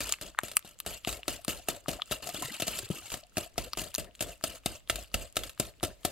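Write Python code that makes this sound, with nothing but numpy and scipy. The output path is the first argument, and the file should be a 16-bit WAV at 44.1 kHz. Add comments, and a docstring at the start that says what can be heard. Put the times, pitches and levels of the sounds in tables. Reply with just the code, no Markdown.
"""In a small, dry kitchen, a wire whisk beats eggs and sugar in a glass bowl on a folded cloth, close up.
About four and a half times a second, bursts of clicks strike glass modes and filtered noise drags through egg:
a wet fizz of snaps and pings, gurgles in the bowl's hollow, a low slosh. Midway, deep beating glugs with air;
toward the end the whisk stirs, with harder clicks and less fizz. Films and pockets burst as short damped pings."""
import sys
import numpy as np
from scipy import signal
from scipy.fft import rfft, irfft, next_fast_len
from scipy.io import wavfile
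from scipy.ndimage import map_coordinates

SR = 44100
rng = np.random.default_rng(int(sys.argv[2]) if len(sys.argv) > 2 else 0)


def master_out(mix):
    """Clip the mix to full scale and print it as 16-bit PCM to the path in sys.argv[1]."""
    frames = np.transpose(np.atleast_2d(mix))
    ceiling = np.clip(frames, -1, 1)
    pcm = np.round(ceiling * 32767).astype(np.int16)
    wavfile.write(sys.argv[1], SR, pcm)


N = 269451  # length [samples]

# Levels are relative: each layer trims them again in the mix.
# quiet of the kitchen: (frequency [Hz], density [dB per Hz, relative])
QUIET_COLOUR = [(20, -4), (50, 0.5), (100, -7.5), (250, -16.5), (600, -20), (1000, -26.5), (3000, -24.5),
                (8000, -33), (16000, -39)]
QUIET_DB = -64  # rms

# one turn of the whisk, wires landing on glass then dragging through egg:
# (time [s], drag length [s], click [dB], knock [dB], mass of egg pushed [dB], fizz [dB])
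STROKES = [(.0045, 0.13, -32, -43.5, -55, -36.5), (0.2119, 0.088, -37.5, -53, -53.5, -42),
           (0.4335, 0.14, -37, -36.5, -60.5, -41), (0.647, .085, -52, -49, -68.5, -50.5),
           (.862, 0.1, -33, -38, -52, -39), (1.0723, .12, -31.5, -31.5, -51, -30.5),
           (1.28, 0.1, -25.5, -30, -51, -36), (1.4798, 0.12, -29, -30, -52, -36),
           (1.685, 0.078, -24.5, -30, -48, -33.5), (1.8823, 0.086, -31.5, -30, -46, -38),
           (2.111, 0.066, -35, -34.5, -51, -30), (2.223, 0.12, -48, -55, -58.5, -42.5),
           (2.344, 0.072, -38, -42.5, -55.5, -43), (2.4221, 0.13, -32, -40, -62.5, -43),
           (2.599, 0.053, -32.5, -42, -63, -38.5), (2.668, .15, -42, -45, -53, -38),
           (2.788, 0.07, -31, -66, -70, -55.5), (2.9014, 0.092, -48, -30.5, -60, -41.5),
           (3.014, 0.071, -71, -58, -75, -55.5), (3.118, 0.062, -36, -58, -53, -34),
           (3.3693, 0.083, -27.5, -33, -51.5, -41), (3.579, 0.097, -27, -32.5, -49, -41.5),
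           (3.772, .12, -34.5, -40, -50, -36.5), (3.9812, .11, -31.5, -36.5, -52, -40.5),
           (4.2068, .12, -27, -39, -50, -40), (4.4383, 0.12, -23, -34, -53, -42.5),
           (4.6594, 0.1, -24.5, -29, -53, -45), (4.8975, 0.13, -22, -36.5, -52.5, -52),
           (5.1414, .11, -24, -37.5, -50, -46.5), (5.367, .11, -23.5, -34.5, -50.5, -46.5),
           (5.598, 0.097, -22.5, -25, -52.5, -44), (5.8296, 0.09, -29, -28, -48.5, -48),
           (6.049, 0.072, -23.5, -29, -49, -38)]
# wires catching the glass again within a stroke: (time [s], click [dB], knock [dB])
CATCHES = [(.0918, -32, -59), (0.482, -41.5, -64), (0.5147, -39, -63), (1.0904, -35, -53),
           (1.1266, -35, -61), (1.4911, -33, -45), (1.889, -32.5, -33.5), (1.9308, -40, -49),
           (2.1209, -28.5, -37.5), (2.2713, -33.5, -48), (2.29, -36.5, -50), (2.4564, -41, -66),
           (2.5405, -38, -58), (2.621, -27.5, -33.5), (2.6793, -27, -42), (3.101, -38, -76),
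           (3.14, -32, -40.5), (3.38, -30, -32.5), (3.8152, -35.5, -39), (3.997, -38, -42.5),
           (4.2232, -31.5, -41), (4.9566, -32, -62), (5.357, -40, -68), (5.389, -38, -52),
           (5.435, -34.5, -47), (5.4939, -38.5, -82), (5.8362, -29, -34), (5.8473, -32, -40)]
# single wires graze the glass at random during each drag
GRAZE_DB, GRAZE_SPREAD_DB, GRAZE_KNOCK_DB = -50.5, 0.5, -66.5

# colour of wire on glass: (frequency [Hz], density [dB per Hz, relative])
CLICK_COLOUR = [(500, -18), (900, -11), (1300, -6.5), (1900, -5.5), (2800, -1.5), (4200, -2.5),
                (5400, -6.5), (7400, -3), (9500, -3), (12000, -5), (15000, -7), (16500, -27)]
# colour of the bowl being knocked: (frequency [Hz], density [dB per Hz, relative])
KNOCK_COLOUR = [(30, -46), (80, -4), (180, -2.5), (300, -0.5), (450, -2.5), (700, -12.5), (1200, -27.5),
                (3000, -54.5)]
# colour of the bowl's hollow: (frequency [Hz], density [dB per Hz, relative])
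HOLLOW_COLOUR = [(200, -26), (420, -7.5), (540, 2.5), (630, 6), (700, 1), (815, -18), (1200, -38),
                 (3000, -41)]
# modes of the bowl, damped by hand and cloth: (frequency [Hz], level [dB], 60 dB decay time [s])
GLASS_MODES = [(1314, -32.5, 0.018), (2780, -47.5, 0.018), (3656, -51, 0.088), (4870, -42, 0.033),
               (7570, -41.5, 0.037), (8800, -43.5, .04), (11500, -36.5, 0.044)]
# the hollow's level lies this share of the way from click to knock, then is offset
HOLLOW_FROM_KNOCK, HOLLOW_UNDER_DB = 0.3, -5.5
# egg covers more or less of the bowl from blow to blow: largest pitch shift of its hollow, as a share
HOLLOW_SHIFT = .07

# colour of egg tearing from the wires: (frequency [Hz], density [dB per Hz, relative])
FIZZ_COLOUR = [(500, -17.5), (900, -9.5), (1300, -11), (1900, -8.5), (2850, 3), (3600, -3.5), (4300, 0.5),
               (5500, -4), (7400, 3.5), (9500, -2), (12000, -3), (15000, -8), (16500, -20.5)]
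# fizz reached by the end of a drag, however it starts: (time [s], level [dB])
SETTLED_FIZZ = [(.1, -43), (.3, -53.5), (.7, -64.5), (.95, -45), (1.2, -54.5), (1.8, -48), (2.15, -53.5),
                (2.55, -41), (3, -46.5), (3.45, -49.5), (3.9, -50.5), (4.1, -74), (4.35, -48.5), (5.4, -47),
                (5.7, -54.5), (6.1, -57)]
# colour of the low slosh: (frequency [Hz], density [dB per Hz, relative])
SLOSH_COLOUR = [(15, -32), (35, -14), (52, 2), (70, -12), (110, -13), (200, -48.5), (600, -55.5)]
# how far the bowl rocks on its cloth for the same push: (time [s], gain [dB])
ROCKING = [(0, 1), (.6, -7), (1.1, 1.5), (1.7, -1), (2.1, -1.5), (2.3, -10), (2.8, 0), (3.8, 1.5),
           (4.3, -2), (5.1, 6.5), (6.1, -1)]

# a pocket of air closes in the wake of each stroke, louder the more egg is pushed
WAKE_S, WAKE_OVER_DB, WAKE_HZ = 0.081, 5, 603
# short low tones and pings: closing air pockets, small bubbles, and one low knock tone:
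# (time [s], peak [dB], starting pitch [Hz])
SHORT_TONES = [(2.268, -32.5, 674), (2.288, -31.5, 675), (2.36, -35.5, 3280), (2.426, -33, 983),
               (2.495, -39.5, 1920), (2.904, -25, 178), (3.247, -54.5, 683), (4.984, -38, 652)]
# bursting bubbles and films of egg:
# (time [s], level over a millisecond [dB], pitch [Hz], width [Hz], ring of the bowl's air [dB])
POPS = [(.124, -16.5, 7100, 1050, -34), (0.138, -28.5, 2520, 615, -47), (.3482, -44, 1390, 420, -55),
        (0.3886, -15, 1510, 724, -40), (0.5688, -11, 10900, 2600, -25), (0.5926, -38, 13100, 2670, -62),
        (.789, -44, 7690, 970, -61), (.8022, -28, 12000, 2150, -41.5), (1.0487, -27.5, 3000, 650, -39),
        (1.2321, -35.5, 2800, 510, -65), (1.4484, -31, 8750, 1180, -39.5), (1.86, -40, 1130, 360, -44),
        (1.9974, -38.5, 1340, 380, -48), (2.0198, -22.5, 3400, 480, -32.5),
        (3.7334, -26, 4840, 1050, -28.5), (3.9431, -28.5, 2550, 1710, -55), (3.9503, -21, 6670, 1650, -44),
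        (3.9594, -28.5, 7900, 1930, -55), (4.152, -44.5, 3160, 1500, -58)]
# a faint film breaks as the whisk comes round, shortly before it lands
FILM_LEAD_S, FILM_DB, FILM_SPREAD_DB, FILM_HZ, FILM_WIDTH_HZ = 0.015, -51.5, 5.5, 2200, 960
# a faint noise swells up to each click, louder before a louder click
SWELL_S, SWELL_UNDER_DB, SWELL_RISE_S = 0.022, -25.5, 0.0079
# air beaten in while the whisk stays deep: (time [s], level of the glugs [dB])
GLUGS = [(2.2, -53), (2.3, -63), (2.43, -44.5), (2.58, -57), (2.68, -57), (2.9, -50.5), (3.2, -71)]

# how much louder the left microphone is than the right: (frequency [Hz], gain [dB])
LEFT_GAIN = [(50, 0), (120, 5), (300, 4.5), (700, 7.5), (1300, 4), (2400, 2), (4400, 3.3), (8000, .5),
             (15000, 3.5)]
# how far the left microphone lags for a source fully aside: (frequency [Hz], phase [rad])
LEFT_LAG = [(200, 0), (700, .1), (1500, .45), (4000, .55), (6000, 1.4), (9000, 1.6), (15000, 1.5)]
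# the kitchen's ring: (frequency [Hz], 60 dB decay time [s])
KITCHEN_DECAY = [(100, 0.23), (1000, 0.41), (4000, 0.31), (14000, 0.057)]
EDGE_HZ = 16500  # top of the band


def amp(db):
    """Decibels to gain."""
    return 10 ** (np.asarray(db) / 20)


def unit(x):
    """Scales to rms 1."""
    return x / np.sqrt(np.mean(x ** 2) + 1e-20)


def scatter(shape=None):
    """Random values between -1 and 1."""
    return 2 * rng.random(shape) - 1


def seconds(length):
    """Time axis of the given length."""
    return np.arange(int(length * SR)) / SR


def over_time(points, **edges):
    """Joins (time, value) points over the whole scene."""
    return np.interp(np.arange(N) / SR, *np.transpose(points), **edges)


def over_pitch(points, hz):
    """Joins (Hz, value) points on a log-frequency axis."""
    f, value = np.transpose(points)
    return np.interp(np.log(hz + 1), np.log(f + 1), value)


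def add(mix, s, sound):
    """Mixes a sound in at time s."""
    part = mix[max(round(s * SR), 0):][:len(sound)]
    part += sound[:len(part)]


def ring(colour, size=8192):
    """Causal minimum-phase impulse response of energy 1 with the given colour."""
    log_gain = np.log(amp(over_pitch(colour, abs(np.fft.fftfreq(size, 1 / SR)))))
    h = np.fft.ifft(np.exp(np.conj(signal.hilbert(log_gain)))).real[:size // 2]
    return h / np.linalg.norm(h)


def through(x, h):
    """Passes x through the impulse response h."""
    return signal.oaconvolve(x, h)[:len(x)]


def crackle(n, per_s, spread_db):
    """A train of tiny clicks, most small and a few large, rms 1."""
    size = amp(spread_db * np.minimum(rng.exponential(1, n), 3.5))
    return unit(size * rng.choice([-1, 1], n) * (rng.random(n) < per_s / SR))


def lumps(depth_db, lump_s):
    """A gain of rms 1 that glides to a new random value every lump_s."""
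    knots = np.arange(0, N / SR + 1, lump_s)
    heights = rng.standard_normal(8192)[:len(knots)]
    return unit(amp(depth_db * np.interp(np.arange(N) / SR, knots, heights)))


def patchy(x, depth_db, patch_hz, patch_s):
    """The colour shifts from moment to moment as pockets of many sizes open and close."""
    hz, when, z = signal.stft(x, SR, nperseg=256)
    field = rng.standard_normal((128, 2048))
    grid = np.meshgrid(hz / patch_hz, when / patch_s, indexing="ij")
    db = depth_db * map_coordinates(field, grid, order=1, mode="wrap")
    # the colour moves while the mean power gain stays put
    gain = amp(db) / np.sqrt(np.mean(amp(db) ** 2, axis=0))
    return signal.istft(z * gain, SR, nperseg=256)[1][:N]


def bubbles(per_s, cycles, spread_db, low_hz, high_hz, rise=0.067, count=40):
    """Small bubbles of many sizes, each a short decaying ping that rises in pitch; rms 1."""
    out = np.zeros(N)
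    for hz in np.geomspace(low_hz, high_hz, count):
        life = cycles / hz
        t = seconds(5 * life)
        ping = np.sqrt(hz) * np.exp(-t / life) * np.sin(2 * np.pi * hz * t * (1 + rise * t / t[-1]))
        pings = max(round(per_s * N / SR / count), 1)
        when, chance, side = rng.random((256, 3))[:pings].T
        sizes = np.sign(side - .5) * amp(spread_db * np.minimum(-np.log(chance), 3.5))
        for s, size in zip(when * N / SR, sizes):
            add(out, s, size * ping)
    return unit(out)


def quiet_room():
    """Steady coloured noise, independent at the two microphones."""
    colour = ring(QUIET_COLOUR)
    return amp(QUIET_DB) * np.array([through(rng.standard_normal(N), colour) for _ in range(2)])


def contacts():
    """Every touch of wire on glass: landings, catches and random grazes, as (s, click dB, knock dB)."""
    landings = [(s, click, knock) for s, _, click, knock, *_ in STROKES]
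    chance = rng.random((len(STROKES), 2, 2))  # two grazes a drag
    grazes = [(s + length * when, GRAZE_DB + GRAZE_SPREAD_DB * (2 * force - 1), GRAZE_KNOCK_DB)
              for (s, length, *_), draws in zip(STROKES, chance) for when, force in draws]
    return landings + CATCHES + grazes


def glass(x):
    """The contact itself, plus the short ring of the bowl as decaying modes."""
    t = seconds(.12)
    modes = sum(amp(db - 60 * t / t60) * np.cos(2 * np.pi * hz * t) for hz, db, t60 in GLASS_MODES)
    return x + through(x, modes)


def strikes(rise_s=0.00036, chatter_s=0.0035, tail_db=-17, tail_s=0.017, click_db=-1, knock_db=0,
            hollow_db=0, top_db=-2, top_spread_db=3, rattle=1.0, hinge_hz=6000):
    """The wires land one after another within a few ms; their push knocks the bowl and rings its hollow."""
    t = seconds(.06)
    chatter = np.exp(-t / chatter_s) + amp(tail_db) * np.exp(-t / tail_s)
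    chatter = (1 - np.exp(-t / rise_s)) ** 2 * chatter
    clicks, knocks, hollows = np.zeros((3, N))
    treble = signal.butter(2, hinge_hz, "high", fs=SR)
    bass = signal.butter(2, hinge_hz, fs=SR)
    knock = ring(KNOCK_COLOUR)
    # unit-energy sounds scaled so that levels hold over 5 ms (click) and 8 ms (thud)
    click_span, thud_span = np.sqrt(.005 * SR), np.sqrt(.008 * SR)
    for s, db, low_db in contacts():
        ring_db = db + HOLLOW_FROM_KNOCK * (low_db - db) + HOLLOW_UNDER_DB
        wires = chatter * crackle(len(t), per_s=9000, spread_db=1.0)
        # bare glass gives a bright click, a cushion of egg a dull one
        brightness = amp(top_db + top_spread_db * scatter())
        wires = signal.lfilter(*bass, wires) - brightness * signal.lfilter(*treble, wires)
        wires /= np.linalg.norm(wires)
        add(clicks, s, amp(db + click_db) * click_span * wires)
        # the bowl feels one firm push with the rattle of the wires on top
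        push = rattle * wires
        push[40] -= 1
        hollow = ring(np.array(HOLLOW_COLOUR) * [1 + HOLLOW_SHIFT * scatter(), 1])
        thuds = (knocks, knock, low_db + knock_db), (hollows, hollow, ring_db + hollow_db)
        for mix, body, level_db in thuds:
            thud = through(push, body)
            add(mix, s, amp(level_db) * thud_span * thud / np.linalg.norm(thud))
    return glass(through(clicks, ring(CLICK_COLOUR))) + knocks + hollows


def stroke_level(start_db, end_db, rise_s, release_s, lead_db=-22, lead_s=0.061):
    """Level over all strokes: a faint swell before each, a rise as the wires dig in, a slide in dB, a release."""
    power = np.zeros(N + SR)  # one second of margin ahead of the first stroke
    t = seconds(.5) - .1
    for (s, length, *_), first, last in zip(STROKES, start_db, end_db):
        slide = amp(np.interp(t, [0, length], [first, last]))
        faint_swell = amp(lead_db) * np.exp(-abs(t) / lead_s)
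        rise = 1 - np.exp(-(np.maximum(t, 0) / rise_s) ** 2) + faint_swell
        release = np.exp(-np.maximum(t - length, 0) / release_s)
        add(power, 1 + s + t[0], (slide * rise * release) ** 2)
    return np.sqrt(power[SR:])


def froth(fizz_db=-5, bubble_db=-10.0, clump_db=3, clump_s=0.0049, stray_db=-75):
    """Egg tears from the wires in clumps of tiny snaps and bubbles."""
    start, length, *_, first = np.transpose(STROKES)
    last = np.interp(start + length, *np.transpose(SETTLED_FIZZ))
    snaps = lumps(clump_db, clump_s) * crackle(N, per_s=7000, spread_db=3.5)
    snaps = patchy(snaps, depth_db=4.5, patch_hz=650, patch_s=.011)
    pings = bubbles(per_s=750, cycles=14, spread_db=2.5, low_hz=800, high_hz=5000, rise=.025)
    # the drag comes in slaps as one wire after another cuts the egg
    slaps = lumps(depth_db=2.8, lump_s=.011)
    level = slaps * stroke_level(first, last, rise_s=0.0039, release_s=0.024)
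    fizz = level * (amp(fizz_db) * snaps + amp(bubble_db) * pings)
    # a few bubbles keep bursting in the foam between strokes
    stray = amp(stray_db) * bubbles(per_s=25, cycles=1.5, spread_db=5, low_hz=1300, high_hz=11000)
    return glass(through(fizz + stray, ring(FIZZ_COLOUR)))


def liquid(churn_db=-3, gurgle_db=-2, blub_db=-6, squelch_db=-11, slosh_db=0,
           churn_fall_db=6, gurgle_fall_db=4, slosh_fall_db=5, apart_db=-3):
    """The mass of egg churns, gurgles in the hollow of the bowl, and rocks it on the table."""
    *_, egg, _ = np.transpose(STROKES)

    def falling(fall_db, rise_s, release_s):
        """Each push starts above its mean level and slides as far below."""
        return stroke_level(egg + fall_db, egg - fall_db, rise_s, release_s)

    churning = falling(churn_fall_db, rise_s=0.0018, release_s=0.008)
    gurgling = falling(gurgle_fall_db, rise_s=0.0025, release_s=0.02)
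    rocking = falling(slosh_fall_db, rise_s=0.0048, release_s=0.024) * amp(over_time(ROCKING))
    churn = through(churning * crackle(N, per_s=900, spread_db=.5), ring(KNOCK_COLOUR))
    gurgle = through(gurgling * crackle(N, per_s=600, spread_db=2.0), ring(HOLLOW_COLOUR))
    # the wake of the wires squelches shut
    squelch = gurgling * bubbles(per_s=400, cycles=4, spread_db=2.5, low_hz=850, high_hz=2300)
    # large bubbles folded into the egg
    blub = churning * bubbles(per_s=140, cycles=5.1, spread_db=0.5, low_hz=160, high_hz=737)
    body = amp(churn_db) * churn + amp(gurgle_db) * gurgle
    body += amp(squelch_db) * squelch + amp(blub_db) * blub
    # the rocking reaches each microphone through the table, partly unrelated
    slosh = ring(SLOSH_COLOUR)
    shared, apart = (amp(slosh_db) * rocking * unit(through(rng.standard_normal(N), slosh))
                     for _ in range(2))
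    return body, shared + amp(apart_db) * np.outer([1, -1], apart)


def wakes(pitch_spread=0.2):
    """The air pocket behind each stroke, as (s, peak dB, starting pitch Hz)."""
    chance = scatter((len(STROKES), 2))
    return [(s + WAKE_S * (1 + .5 * when), egg_db + WAKE_OVER_DB, WAKE_HZ * (1 + pitch_spread * pitch))
            for (s, _, _, _, egg_db, _), (when, pitch) in zip(STROKES, chance)]


def short_tones(life_s=0.0057, rise_s=0.0033, glide_per_s=5.4):
    """Closing pockets, small bubbles and one low knock tone: brief decaying sines that glide up in pitch."""
    out, t = np.zeros(N), seconds(.05)
    shape = (1 - np.exp(-t / rise_s)) * np.exp(-t / life_s)
    shape /= shape.max()
    for s, db, hz in SHORT_TONES + wakes():
        tone = np.sin(2 * np.pi * hz * t * (1 + glide_per_s * t / 2))
        add(out, s, amp(db) * shape * tone)
    return out


def films(air_db=-56):
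    """Faint bursts before each landing but the first, with the same columns as POPS."""
    chance = scatter((len(STROKES), 3))
    return [(s - FILM_LEAD_S * 2 ** when, FILM_DB + FILM_SPREAD_DB * force,
             FILM_HZ * 2 ** pitch, FILM_WIDTH_HZ, air_db)
            for (s, *_), (when, force, pitch) in zip(STROKES[1:], chance)]


def pops(snap_db=-5, snap_s=0.0005, tear_size=1.75, crack_power=1.8, rise_s=.0001,
         cavity_hz=1230, cavity_db=0, cavity_s=0.0027, scatter_db=-24, scatter_s=0.0045,
         lead_db=-24, lead_s=0.0075, low_hz=780):
    """A film snaps, its pocket rings very briefly, and the air in the bowl answers."""
    out, t = np.zeros(N), seconds(.015)
    click = ring(CLICK_COLOUR)[:len(t)]
    millisecond = np.sqrt(.001 * SR)
    for s, db, hz, width, air_db in POPS + films():
        pocket = np.exp(-np.pi * width * t) * np.sin(2 * np.pi * hz * t) * (1 - np.exp(-t / rise_s))
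        pocket /= abs(pocket).max()
        # the more damped the pocket, the more of the burst is a broad crack
        tear = rng.standard_normal(len(t)) * np.exp(-t / snap_s) * tear_size
        tear[0] = 1
        pop = pocket + amp(snap_db) * (width / 1600) ** crack_power * through(tear, click)
        # a short noisy smear follows the burst
        smear = rng.standard_normal(len(t)) * amp(scatter_db) * np.exp(-t / scatter_s) * .5
        pop += through(pop, smear)
        air = amp(air_db + cavity_db) * np.exp(-t / cavity_s) * np.sin(2 * np.pi * cavity_hz * t)
        add(out, s, amp(db) * millisecond * pop / np.linalg.norm(pop) + air)
        # a faint crackle at the burst's own pitch swells up to it
        lead_in = crackle(len(t), per_s=4000, spread_db=3) * np.exp(-t / lead_s)[::-1]
        lead_in = through(lead_in, pocket / np.linalg.norm(pocket))
        add(out, s - t[-1], amp(db + lead_db) * lead_in)
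    # so small a source radiates little bass
    return signal.lfilter(*signal.butter(N=3, Wn=low_hz, btype="high", fs=SR), out)


def click_swells():
    """A faint noise swells up to each stroke's click but the first, louder before a louder click."""
    out, t = np.zeros(N), seconds(SWELL_S)
    for s, _, click_db, *_ in STROKES[1:]:
        swell = amp(click_db + SWELL_UNDER_DB) * np.exp((t - SWELL_S) / SWELL_RISE_S)
        add(out, s - SWELL_S, swell * crackle(len(t), per_s=3000, spread_db=2))
    return glass(through(out, ring(CLICK_COLOUR)))


def glugs(deep_db=0, splash_db=-2):
    """Hard beating folds in big pockets that glug and smaller ones that plink."""
    flat = np.zeros(len(STROKES))
    level = amp(over_time(GLUGS, left=-120, right=-120))
    level = level * stroke_level(flat, flat, rise_s=.006, release_s=0.013)
    deep = bubbles(per_s=50, cycles=2.6, spread_db=0.5, low_hz=96, high_hz=490, rise=0.17)
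    splash = bubbles(per_s=90, cycles=8, spread_db=2.5, low_hz=611, high_hz=3290, rise=.05)
    return level * (amp(deep_db) * deep + amp(splash_db) * splash)


def microphones(x, aside):
    """The left microphone is louder and its phase lags, the more so the further aside the source is."""
    size = next_fast_len(N)
    hz = np.fft.rfftfreq(size, 1 / SR)
    left = amp(over_pitch(LEFT_GAIN, hz)) * np.exp(-1j * aside * over_pitch(LEFT_LAG, hz))
    pair = np.array([left, np.ones(len(hz))])
    pair /= np.sqrt(np.mean(abs(pair) ** 2, axis=0))  # keeps the mean power of the two
    return irfft(rfft(x, size) * pair, size)[:, :N]


def sway(pair, depth_db=1.1, sway_s=.012):
    """The sound comes from all over the bowl, now nearer one microphone, now the other."""
    return pair * np.array([lumps(depth_db, sway_s) for _ in pair])


def glints(pair, turn=.9, glint_s=.0015, above_hz=4500):
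    """Short waves scatter off moving wires and egg, so their phase wanders apart at the two microphones."""
    knots = np.arange(0, N / SR + 1, glint_s)
    highpass = signal.butter(3, above_hz, "high", fs=SR, output="sos")
    treble = signal.sosfiltfilt(highpass, pair)
    wander = [unit(np.interp(np.arange(N) / SR, knots, rng.standard_normal(len(knots)))) for _ in pair]
    analytic = signal.hilbert(treble, next_fast_len(N))[:, :N]
    return pair - treble + (analytic * np.exp(1j * turn * np.array(wander))).real


def kitchen(x, early_db=-13, early_s=0.0028, late_db=-21):
    """Close reflections from bowl and table, then a faint short tail, different in each microphone."""
    t = seconds(.4)
    hz, when, z = signal.stft(rng.standard_normal((2, len(t))), SR, nperseg=256)
    decay = amp(-60 * when / over_pitch(KITCHEN_DECAY, hz)[:, None])
    tails = signal.istft(z * decay, SR, nperseg=256)[1][:, :len(t)]
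    early = rng.standard_normal((2, len(t))) * np.exp(-t / early_s) * (t > .0005)
    early = signal.lfilter(*signal.butter(1, 2500, "high", fs=SR), early)
    early *= amp(early_db) / np.linalg.norm(early, axis=1, keepdims=True)
    late = amp(late_db) * tails / np.linalg.norm(tails, axis=1, keepdims=True)
    return np.array([through(x, response) for response in early + late])


def scene(pop_db=2, pop_room_db=-8, whisk_db=0, froth_db=3):
    """Whisk, egg and bursting bubbles close to a pair of microphones, in a quiet kitchen."""
    body, rocking = liquid()
    wires = patchy(strikes(), depth_db=1.53, patch_hz=840, patch_s=0.012) + click_swells()
    contact = amp(whisk_db) * (wires + body + short_tones() + glugs())
    whisk = contact + amp(froth_db) * froth()
    bursts = amp(pop_db) * pops()
    direct = glints(sway(microphones(whisk, aside=.9))) + microphones(bursts, aside=1)
    room = kitchen(whisk + amp(pop_room_db) * bursts)
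    return direct + room + rocking + quiet_room()


def record(dry):
    """Full-scale limit, then the band limit."""
    lowpass = signal.firwin(255, EDGE_HZ, window=("kaiser", 8), fs=SR)
    return signal.oaconvolve(np.clip(dry, -1, 1), lowpass[None], "same")


dry = scene()
out = record(dry)
master_out(out)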